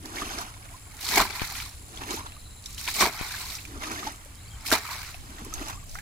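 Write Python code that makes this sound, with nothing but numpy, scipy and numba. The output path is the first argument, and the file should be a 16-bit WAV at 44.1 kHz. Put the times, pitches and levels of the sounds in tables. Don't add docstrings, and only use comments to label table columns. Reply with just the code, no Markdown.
import sys
import numpy as np
from scipy import signal
from scipy.fft import rfft, irfft, next_fast_len
from scipy.io import wavfile
from scipy.ndimage import uniform_filter1d, map_coordinates
from numba import njit

SR = 44100
rng = np.random.default_rng(int(sys.argv[2]) if len(sys.argv) > 2 else 0)


def master_out(mix):
    frames = np.transpose(np.atleast_2d(mix))
    ceiling = np.clip(frames, -1, 1)
    pcm = np.round(ceiling * 32767).astype(np.int16)
    wavfile.write(sys.argv[1], SR, pcm)


def gain_from_decibels(decibels):
    exponent = np.asarray(decibels, float) / 20
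    return 10 ** exponent


N = 265041

# frequency_hz, left_minus_right_db
BUCKET_SIDES = [(300, 0), (1500, -1), (2200, -6), (3700, 7), (5000, -3), (6500, -7), (8500, -2),
                (10000, -6), (12500, -16), (15500, -13)]
# frequency_hz, left_minus_right_db
CHANNEL_SIDES = [(300, 0), (1600, -1), (2000, -3), (2800, 7), (4300, -1), (6000, 2), (8000, -2),
                 (10000, -9), (11300, -5), (12500, -18), (15500, -13)]


def unit(x):
    return x / np.sqrt(np.mean(np.atleast_2d(x).mean(0) ** 2) + 1e-20)


def along(points, hz):
    f, v = np.transpose(points)
    return np.interp(np.log(hz + 1), np.log(f + 1), v)


def curves(rows):
    s, *cols = np.transpose(rows)
    return [np.interp(np.arange(N) / SR, s, c) for c in cols]


def wobble(rate):
    knots = rng.standard_normal(int(N * rate / SR) + 4)
    return map_coordinates(knots, [np.arange(N) * rate / SR])


def filtered(x, response):
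    m = next_fast_len(N + 8192)
    return irfft(rfft(x, m) * response(np.fft.rfftfreq(m, 1 / SR)), m)[..., :N]


def band(hz, low_hz, high_hz):
    return 1 / np.sqrt((1 + (low_hz / (hz + 1)) ** 8) * (1 + (hz / high_hz) ** 8))


def balance(hz, sides):
    return gain_from_decibels(along(sides, hz) / 2 * [[1], [-1]])


def swell(start, stop, db, rise_s, fall_s, sag_db=0):
    t = np.arange(N) / SR
    edge = np.minimum(t - start, 0) / rise_s - np.maximum(t - stop, 0) / fall_s
    sag = np.reshape(sag_db, (-1, 1)) * (np.clip(t, start, stop) - start)
    return gain_from_decibels(2 * (np.reshape(db, (-1, 1)) + 20 * edge - sag))


@njit
def add(out, start, hz, size, t60, rise, swell):
    for k in range(len(start)):
        n = int(t60[k] * SR * .6) + 2
        for i in range(min(n, len(out) - start[k])):
            u = i * hz[k] / SR
            fade = np.exp(-6.9 * i / SR / t60[k]) * (1 - np.exp(-u / swell))
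            out[start[k] + i] += size[k] * fade * np.sin(2 * np.pi * u * (1 + rise[k] * i / n / 2))


def froth(rate, low_hz, high_hz, cycles, spread_db, noise, rise=0.5187):
    rows = np.zeros((3, N))
    for row in rows:
        r = rng.random((int(6 * rate), 4))
        start = (r[:, 0] * (N - SR // 10)).astype(int)
        hz = low_hz * (high_hz / low_hz) ** r[:, 1]
        size = gain_from_decibels(spread_db * np.minimum(-np.log(1 - r[:, 2]), 3))
        t60 = cycles * (1.37 + 3 * r[:, 3]) / hz
        add(row, start, hz, size, t60, rise * r[:, 3], 1.)
    z = rfft(rows)
    trend = np.sqrt(uniform_filter1d(np.mean(abs(z) ** 2, 0), size=1500))
    return irfft(z / (trend + 1e-9), N) * np.sqrt(N) + noise * rng.standard_normal((3, N))


def air():
    # frequency_hz, density_db
    rumble_colour = [(11, -16), (18, -3), (43, -2.5), (97, -4), (157, -15), (243, -22.5), (273, -18.5),
                     (300, -29), (390, -57), (660, -120)]
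    # frequency_hz, density_db
    hiss_colour = [(120, -29.5), (200, -12), (500, 3), (1200, -3), (3000, -4), (6000, -10), (9000, -2),
                   (11500, -15), (15000, -10), (15800, -26)]
    # frequency_hz, left_minus_right_db
    hiss_balance = [(300, 1), (1500, 1), (3000, 4), (6000, -1), (8500, -3), (11000, -9), (12500, -13),
                    (15500, -12)]
    rumble_db, hiss_db = -50 + 4, -56.5

    def rumble_response(hz):
        return gain_from_decibels(along(rumble_colour, hz)) * [1 + 0 * hz, 0.3148 + 0.95 / (1 + (hz / 40) ** 2)]

    def hiss_response(hz):
        return gain_from_decibels(along(hiss_colour, hz)) * balance(hz, hiss_balance)

    c, d, _ = froth(90, 612.69, 6000, cycles=14, spread_db=2.5, noise=1.7506, rise=0.1652)
    hiss = filtered(np.array([c, d + 0.0637 * c]), hiss_response)
    rumble = filtered(rng.standard_normal((2, N)), rumble_response)
    rumble = np.array([[1.3082, 0.2951], [1.2034, -0.5035]]) @ rumble
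    return gain_from_decibels(rumble_db + 1.604 * wobble(9.9)) * unit(rumble) + gain_from_decibels(hiss_db) * unit(hiss)


def wind():
    # start_s, stop_s, level_db
    gusts = [
        (1.221, 1.24, -50.5),
        (2.959, 2.98, -51),
        (3.76, 3.8, -47.5),
        (5.169, 5.202, -48),
        (5.581, 5.623, -41),
        (5.74, 5.771, -47.5),
        (5.92, 5.96, -44),
    ]
    # frequency_hz, density_db
    gust_colour = [(12, -5), (25, -0.5), (60, -6.5), (100, -16), (160, -40), (300, -120)]
    gain = np.sqrt(sum(swell(*gust, 0.1011, 0.083) for gust in gusts))
    buffeting = filtered(rng.standard_normal((2, N)), lambda hz: gain_from_decibels(along(gust_colour, hz)))
    return gain * unit(buffeting)


def trill(hz, width_hz, rate, sharp, jitter, blur, sweep_hz=0):
    strokes = 0.65975 + rate * np.arange(N) / SR + jitter * wobble(3.3)
    rasp = filtered(rng.standard_normal(N), lambda f: np.exp(-((f - hz) / width_hz) ** 2))
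    carrier = 2 * np.pi * hz * np.arange(N) / SR
    fall = np.pi * sweep_hz / rate * (strokes % 1 - .5) ** 2
    tone = np.sin(carrier - fall + 1.058 * wobble(40))
    return unit((tone + blur * unit(rasp)) * abs(np.sin(np.pi * strokes)) ** sharp)


def crickets():
    # start_s, stop_s, level_db
    pulsing_bouts = [
        (1.15, 1.599, -44.5),
        (2.2, 3.2, -46.5),
        (4.7, 5.2, -53),
    ]
    edge_s = 0.4086
    tired_db = 1.5 * np.maximum(np.arange(N) / SR - 1.935, 0)
    high = trill(9900, 380, 105.1, sharp=5, jitter=.03, blur=.12, sweep_hz=1500)
    high = gain_from_decibels(-56.5 - tired_db - 1) * high * gain_from_decibels([[-3], [2.5]])
    low = trill(7397.1, 592, 103, sharp=0.3306, jitter=0.85, blur=8.3)
    low = gain_from_decibels(-58 - 2.0 + 2.63 * wobble(7.9)) * low * gain_from_decibels([[3], [-6]])
    bouts = np.sqrt(sum(swell(*bout, edge_s, edge_s) for bout in pulsing_bouts))
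    pulsing = trill(4012.2, 300.3, 17.0, sharp=0.724, jitter=0.0882, blur=2.48)
    pulsing = gain_from_decibels(-13.0) * bouts * pulsing * gain_from_decibels([[.3], [-.3]])
    return high + low + pulsing


def bird():
    # start_s, length_s, from_hz, to_hz, level_db
    whistles = [(4.352, 0.0223, 3082, 3176, -58.5), (4.377, 0.00867, 3958, 3707, -53.5),
                (4.386, 0.01255, 3305, 3252, -59), (4.403, 0.0207, 3881, 4149, -53),
                (4.435, 0.0121, 4244, 4101, -62.5), (4.454, .009, 4004, 3995, -51),
                (4.467, 0.00889, 4107, 4501, -56), (4.481, 0.0122, 4690, 4414, -49.5),
                (4.491, 0.00698, 4791, 4693, -59.5), (4.497, 0.00808, 4307, 3505, -52),
                (4.506, 0.00892, 3342, 3196, -59.5), (4.509, 0.01705, 3299, 3236, -51.5),
                (4.527, 0.0171, 3200, 3181, -51.5), (4.543, 0.0161, 3154, 3022, -52)]
    out, flutter = np.zeros(N), 1 + 0.01936 * wobble(250)
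    for s, length, from_hz, to_hz, db in whistles:
        start = round(s * SR)
        u = np.arange(0, 1, 1 / (length * SR))
        hz = (from_hz + (to_hz - from_hz) * u) * flutter[start:][:len(u)]
        tone = np.sin(2 * np.pi * np.cumsum(hz) / SR)
        out[start:][:len(u)] += gain_from_decibels(db) * np.sin(np.pi * u) ** 0.539 * tone
    out = out * gain_from_decibels(2.61 * wobble(200))
    return out + gain_from_decibels(-10) * np.roll(out, 330)


def drop_thuds():
    # start_s, peak_db, push_ms, pan_db
    hits = [
        (1.4186, -22, 1.3, 22),
        (3.212, -25, 1.3, 22),
    ]
    out, t = np.zeros((2, N)), np.arange(1500) / SR
    onset = 1 - np.exp(-t / 0.000067)
    rebound = 0.3423 * (1 - np.exp(-t / 0.00232)) * np.exp(-t / 0.009815)
    for s, db, ms, pan in hits:
        push = rebound - np.exp(-t * 1000 / ms)
        out[:, round(s * SR):][:, :len(t)] += gain_from_decibels(db + np.array([[pan], [-pan]]) / 2) * push * onset
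    return out


def pour():
    # time_s, pitch_hz, level_db
    column = [
        (5.89, 560, -62),
        (5.92, 599, -58),
        (5.96, 727.6, -54),
        (5.99, 839.5, -49.5),
        (6.01, 894.3, -69.5),
    ]
    hz, db = curves(column)
    tone = np.sin(2 * np.pi * np.cumsum(hz) / SR)
    return gain_from_decibels(db - 1.5 + 3.0176 * wobble(60)) * tone * (np.arange(N) > 5.89 * SR)


def landing_masses():
    # start_s, peak_db, pitch_hz, t60_s
    impacts = [
        (1.19, -22, 41.54, 0.1683),
        (3.028, -26, 58.87, 0.11),
        (4.713, -22.5, 62.15, 0.0817),
    ]
    out = np.zeros(N)
    s, db, hz, t60 = np.transpose(impacts)
    add(out, (s * SR).astype(int), hz, gain_from_decibels(db), t60, np.zeros(len(s)), .4)
    return out


def large_bubbles():
    # start_s, peak_db, pitch_hz, t60_s
    pockets = [(0.218, -23, 1263, 0.03832), (0.565, -40.5, 1025, 0.0284), (0.741, -40.5, 1067, 0.0631),
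               (1.177, -11, 790.5, 0.0269), (1.196, -20, 1100, 0.05292), (1.515, -35, 798.3, 0.04395),
               (2.099, -30, 306.7, 0.02455), (2.171, -31.5, 926.2, 0.05197), (2.209, -30.5, 1060, 0.02664),
               (2.365, -41, 1229, 0.03674), (2.883, -18, 1055, 0.01638), (3.013, -22, 1127, 0.09855),
               (3.02, -20, 600, .03), (1.25, -26, 1000, .03), (4.885, -33, 1100, .04),
               (4.915, -32, 1150, .04), (3.345, -32, 1680, .03), (3.736, -28.5, 290.5, 0.03707),
               (3.868, -34.5, 1269, 0.04146), (4.027, -30.5, 1280, 0.04674), (4.068, -22, 884.5, 0.04848),
               (4.259, -32, 573.6, 0.02081), (4.724, -3, 303.8, 0.02709), (5.144, -32.5, 734.6, 0.02191),
               (5.291, -32, 248.2, 0.0413), (5.416, -25, 235, 0.04798), (5.525, -35, 1326, 0.04466),
               (5.612, -20, 316.9, 0.05187), (5.695, -32, 1002, 0.0305), (5.753, -39.5, 1100, 0.0382),
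               (5.773, -40.5, 1212, 0.0414), (5.827, -45.5, 1168, 0.0368)]
    out = np.zeros(N)
    s, db, hz, t60 = np.transpose(pockets)
    size, rise = gain_from_decibels(db + 5.5), np.full(len(s), .16)
    add(out, (s * SR).astype(int), hz * .93, size, np.clip(t60, .005, .2), rise, 3.5)
    return out


def slaps(rows, sides, lag, alike):
    out, t = np.zeros((2, N + 2048)), np.arange(2048) / SR
    f = np.fft.rfftfreq(len(t), 1 / SR) + 1
    decay = gain_from_decibels(-60 * t / 0.008444) + 0.24505 * gain_from_decibels(-60 * t / 0.07052)
    fall = decay * (1 - np.exp(-t / 0.000694))
    share = np.clip(alike, 0, 1)
    for s, db, hz, spit_db in rows:
        noise = rfft(rng.standard_normal((3, len(t))))
        noise = np.sqrt(share) * noise[0] + np.sqrt(1 - share) * noise[1:]
        burst = irfft(noise * np.exp(-(np.log(f / hz) / 0.6083) ** 2))
        spit = irfft(noise * (f > 5000) / (1 + (f / 10000) ** 4))
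        ring = 1.4099 * np.sin(2 * np.pi * hz * t * (1 + 3 * t))
        drop = fall * (burst / burst.std() + ring + gain_from_decibels(spit_db + 2.0) * spit / spit.std())
        for side, late in enumerate((lag, 0)):
            out[side, round(s * SR) + late:][:len(t) - late] += gain_from_decibels(db - 9.5) * drop[side, :len(t) - late]
    return filtered(out[:, :N], lambda hz: balance(hz, sides))


def bucket_slaps():
    # start_s, peak_db, ring_hz, spit_db
    knocks = [(0.056, -25, 4498, -3), (0.169, -19, 1793, -18.5), (0.1835, -17, 2141, -23),
              (0.2204, -20, 1675, -16), (0.385, -18, 5250, -19), (0.5392, -31, 2128, -16),
              (0.6887, -33, 2119, -12), (1.9734, -22, 3235, -17.5), (2.035, -22, 2637, -9.5),
              (2.101, -28.5, 4970, -1.5), (2.3204, -28.5, 2645, -15.5), (2.658, -22, 3600, -8.5),
              (2.659, -20, 4971, -11), (3.6516, -24, 2317, -7.5), (3.8356, -19, 2300, -22),
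              (3.838, -21, 3567, -19.5), (3.842, -21.5, 1696, -21), (3.916, -23.5, 6102, -5),
              (3.9908, -20, 2287, -21), (4.031, -26.5, 1901, -13.5), (5.143, -23.5, 2515, -20),
              (5.3833, -27, 1853, -10.5), (5.4478, -35, 2244, 12), (5.5383, -15, 6188, -17),
              (5.594, -27, 1988, -15.5), (5.683, -23, 6507, -9.5), (5.686, -28, 2409, -16),
              (5.6994, -23, 1111, -1), (5.946, -28, 5672, -12), (5.894, -29.5, 6242, -16),
              (5.9531, -17, 1397, -13), (5.913, -33, 5000, -12), (5.9866, -19, 1600, -10)]
    return slaps(knocks, BUCKET_SIDES, round(SR * .0005), alike=0.7692)


def channel_slaps():
    # start_s, peak_db, ring_hz, spit_db
    mud_clots = [(0.9677, -31.5, 6990, -5), (1.0106, -28.5, 2325, -3.5), (1.0495, -15.5, 4290, -13.5),
                 (1.0886, -11, 4295, -21), (1.1575, -10, 2196, -2), (1.1787, -9.5, 2343, 2),
                 (1.3957, -19, 2336, -19.5), (1.4177, -24.5, 1712, -15), (1.553, -19.5, 2331, -20.5),
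                 (1.601, -17.5, 2277, -24.5), (1.6513, -30, 4573, -13.5), (2.7462, -30, 4739, -0.5),
                 (2.7796, -22, 2993, -14.5), (2.812, -26, 2490, 6), (2.8766, -12, 2309, -14.5),
                 (2.886, -16, 1680, -0.5), (2.9643, -23, 4560, 6), (3.0066, -4.5, 5679, -26.5),
                 (3.0176, -17, 2361, 3.5), (3.5019, -21, 3715, -11.5), (3.5519, -19, 5500, -12),
                 (3.5848, -25.5, 2524, -18.5), (4.6084, -34.5, 4945, -3.5), (4.666, -25, 5024, 2.5),
                 (4.7038, -17, 2396, 2), (4.7157, -4.5, 1573, -5),
                 (0.9918, -32.5, 3580, -11.5), (1.066, -16.5, 3762, -13), (1.122, -23.5, 910.7, -15),
                   (1.1952, -11.5, 2288, -9.5), (1.2, -10, 1099, -12.5), (1.2095, -10, 1011, -11),
                   (1.221, -15.5, 2192, -9), (1.2525, -19.5, 997.3, -18.5), (1.3063, -25.5, 4487, -10.5),
                   (1.3699, -27.5, 2279, -12.5), (1.432, -22.5, 1499, -15.5), (1.565, -27.5, 7000, -7),
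                   (1.693, -29.5, 5425, -10), (2.6397, -31.5, 4463, -10.5), (2.706, -31.5, 6630, -7),
                   (2.7285, -30, 6702, -3.5), (2.803, -32.5, 5020, -9), (2.8511, -29.5, 3967, -6),
                   (3.01, -8, 2287, -9), (3.024, -11.5, 988, -14), (3.031, -13, 1105, -14),
                   (3.049, -16, 899.3, -14), (3.054, -20, 3831, -14), (3.19, -28, 2363, -14),
                   (3.3411, -21, 1660, -13.5), (4.348, -37.5, 5198, -11.5), (4.6763, -22, 4937, -3),
                   (4.7205, -8.5, 1201, -11.5), (4.7249, -16, 2292, -11.5), (4.7343, -12.5, 4200, -14),
                   (4.7515, -16.5, 1002, -10), (5.033, -29.5, 1608, -16), (5.047, -27, 2294, -16),
                   (5.088, -30, 1493, -15.5)]
    return slaps(mud_clots, CHANNEL_SIDES, 0, alike=0.4277)


def ports(streams, colour, sides, alike, lag_ms, turn, direct):
    hz = np.fft.rfftfreq(N, 1 / SR)
    late = np.exp(-1j * (2 * np.pi * hz * lag_ms / 1000 - turn * np.tanh(hz / 900)))
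    near = direct / (1 + (hz / 1300) ** 4) + 0.1305 * direct
    share = np.clip(along(alike, hz), 0, 1)
    paths = [(near + late) / np.sqrt(1 + near ** 2), 1 + 0 * hz]
    pair = np.sqrt(share) * streams[0] * paths + np.sqrt(1 - share) * streams[1:]
    return unit(irfft(pair * colour(hz) * balance(hz, sides), N))


def at_bucket(streams, low, high):
    # frequency_hz, density_db
    bucket_colour = [(88, -46), (150, -16.5), (308, -2.5), (521, -17), (711, -10.5), (1220, -8.5),
                     (1550, -11), (2190, -15), (3370, -20), (6390, -20), (8560, -28), (10200, -25.5),
                     (15600, -39.5)]
    # frequency_hz, share
    alike = [(300, 1), (1500, 0.6807), (3000, 0.912), (7000, 0.2856), (10000, 0.087)]

    def colour(hz):
        return gain_from_decibels(along(bucket_colour, hz)) * band(hz, low, high)

    return ports(streams, colour, BUCKET_SIDES, alike, lag_ms=0.48453, turn=1.541, direct=0.0547)


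def at_channel(streams, low, high):
    # frequency_hz, density_db
    channel_colour = [(88, -22.5), (150, -10), (326, -12.5), (420, -9.5), (521, -23.5), (620, -10.5),
                      (800, -6.5), (1130, -6), (1880, -8), (2280, -4), (2770, -19), (4090, -12.5),
                      (9810, -22), (11500, -26.5), (13100, -24), (15600, -29)]
    # frequency_hz, share
    alike = [(1000, 1), (2200, 0.2062), (4000, 0.276), (6000, 0.03744), (10000, 0.2164)]

    def colour(hz):
        return gain_from_decibels(along(channel_colour, hz)) * band(hz, low, high)

    return ports(streams, colour, CHANNEL_SIDES, alike, lag_ms=0.62148, turn=3.767, direct=6.403)


def surges(rows, rise_s, fall_s, spray_db=-4.5):
    return sum(swell(s, s, [db + low_db, db, db + spray_db], rise_s, fall_s) for s, db, low_db in rows)


def throwing():
    # first_drops_s, first_drops_db, landing_s, landing_db, swell_20_db_s
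    throws = [
        (1.013, -40.5, 1.197, -25.5, 0.1282),
        (2.782, -45.5, 3.016, -20.5, 0.0307),
        (4.664, -38.5, 4.722, -22, 0.0001),
    ]
    # start_s, stop_s, level_db, thinning_db_per_s
    rains = [
        (1.364, 1.635, -41, 0.5),
        (3.199, 3.546, -40.5, 0),
        (4.914, 5.098, -40, 38.5),
    ]
    # start_s, level_db, gurgle_over_it_db
    sheets = [(1.125, -30.5, -16), (1.18, -26.5, 5.5), (1.2, -29.5, 3.5), (1.217, -27.5, -0.5),
              (1.305, -40.5, 2.5), (1.421, -31.5, -22.5), (2.881, -34.5, -10.5), (2.97, -35, -5),
              (3.033, -27, 4), (3.055, -29, 5), (3.215, -53, -20), (4.728, -23.5, 5.5)]
    # start_s, stop_s, level_db
    mists = [
        (2.117, 2.142, -43),
        (2.693, 2.74, -50),
        (5.911, 5.991, -47),
    ]
    mist_mix, first_mix, landing_mix, rain_mix = [-39.5, -22, -1.5], [-16.5, -11, 1.5], [-1, 1.5, 0], [-11.5, 2, -0.5]
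    mist_s, first_s, collapse_s, first_db_per_s = 0.043, 0.01835, 0.070166, 61.5
    rain_in_s, rain_out_s = np.array([[.4], [.45], [.25]]), 0.151
    heavy_thinning = 26 * np.array([1, 1, 0])

    power = surges(sheets, 0.02879, 0.047075)
    for start, stop, db in mists:
        power = power + swell(start, stop, np.add(db, mist_mix), mist_s, mist_s)
    for first, first_db, land, db, swell_s in throws:
        power = power + swell(first, land, np.add(first_db, first_mix), first_s, collapse_s, -first_db_per_s)
        power = power + swell(land, land, np.add(db, landing_mix), swell_s, collapse_s)
    for start, stop, db, thin_db in rains:
        thinning = thin_db + heavy_thinning
        power = power + swell(start, stop, np.add(db, rain_mix), rain_in_s, rain_out_s, thinning)
    return np.sqrt(power)


def scooping():
    # plunge_s, full_drag_s, lift_s, drag_db, hollow_gurgle_over_it_db
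    scoops = [
        (0.098, 0.166, 0.42788, -42.5, 2.5),
        (1.942, 2.095, 2.1681, -43, 1),
        (3.728, 3.839, 4.0734, -43.5, 3),
        (5.288, 5.553, 5.69, -46, 0),
    ]
    # start_s, level_db, gurgle_over_it_db
    gulps = [(0.058, -46.5, 6), (0.223, -37.5, 1), (0.389, -46, 0), (0.655, -50.5, -10), (0.73, -49, -12),
             (2.019, -41.5, -10.5), (1.975, -52.5, 8.5), (2.107, -36.5, 4.5), (2.14, -44, 8),
             (2.19, -39, -5.5), (2.265, -45.5, 1.5), (3.755, -52, 10), (3.837, -37, 0), (3.919, -37.5, 4),
             (4.076, -39, -9), (5.148, -59, -4.5), (5.308, -50.5, -0.5), (5.386, -46.5, -9),
             (5.416, -52, 8.5), (5.465, -49, 9.5), (5.615, -47.5, 10), (5.699, -41, -11.5),
             (5.73, -48, -8.5)]
    plunge_mix, drag_mix, drip_mix, trickle_mix = [-5, -9.5, -10], [-2, 0.5, 0], [-21, -5.5, -7.5], [-63.5, -69, -61]
    plunge_s, drag_s, lift_s, runoff_s = 0.18585, 0.0758, 0.07816, 20 / 74.5

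    power = surges(gulps, 0.03798, 0.04141) + gain_from_decibels(2 * np.reshape(trickle_mix, (-1, 1)))
    for plunge, drag, lift, db, low_db in scoops:
        db = db + np.array([low_db, 0, 0])
        power = power + swell(plunge, drag, db + plunge_mix, plunge_s, lift_s)
        power = power + swell(drag, lift, db + drag_mix, drag_s, lift_s)
        power = power + swell(lift, lift, db + drip_mix, lift_s, runoff_s)
    return np.sqrt(power)


def water():
    clumps = wobble(45)
    patter = unit(gain_from_decibels(1.3 * wobble(280)))
    gurgle = froth(480, 148.3, 639.59, cycles=2.2657, spread_db=2.5, noise=0.6964)
    slosh = froth(1100, 502.0, 3553.8, cycles=15, spread_db=4.5, noise=0.55, rise=0.19153)
    spray = froth(1500, 2542.2, 14911, cycles=14, spread_db=4.5, noise=0.9, rise=0.1073)
    layers = [gurgle, slosh, spray]
    bucket_edges = [(200, 517), (520, 3837), (3000, 28300)]
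    open_edges = [(200, 892.6), (880, 4651), (3000, 31050)]
    trims_db = [-3.5, -.8, -.3]
    out = 0
    parts = zip(layers, bucket_edges, open_edges, scooping(), throwing(), trims_db)
    for streams, inside, wide, near, far, trim_db in parts:
        streams = rfft(streams * gain_from_decibels(0.7 * clumps + 1.3 * wobble(90)))
        scooped = near * at_bucket(streams, *inside)
        thrown = far * patter * at_channel(streams, *wide)
        out = out + gain_from_decibels(trim_db) * (scooped + thrown)
    return out


def scene():
    tones = pour() + landing_masses() + large_bubbles()
    tones = np.array([np.roll(tones, 2), tones])
    background = air() + wind() + crickets() + bird()
    drops = drop_thuds() + bucket_slaps() + channel_slaps()
    return background + tones + drops + water()


def band_limit(x):
    return signal.sosfilt(signal.butter(12, 15790, fs=SR, output="sos"), x)


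def record(dry):
    def phone_response(hz):
        return (1 - 0.3265 * np.exp(-((hz - 525) / 45) ** 2)) * (hz < 15850)

    held = dry / (1 + abs(dry / .68) ** 4) ** (1 / 4)
    mix = filtered(held, phone_response)
    return band_limit(mix)


dry = scene()
out = record(dry)
master_out(out)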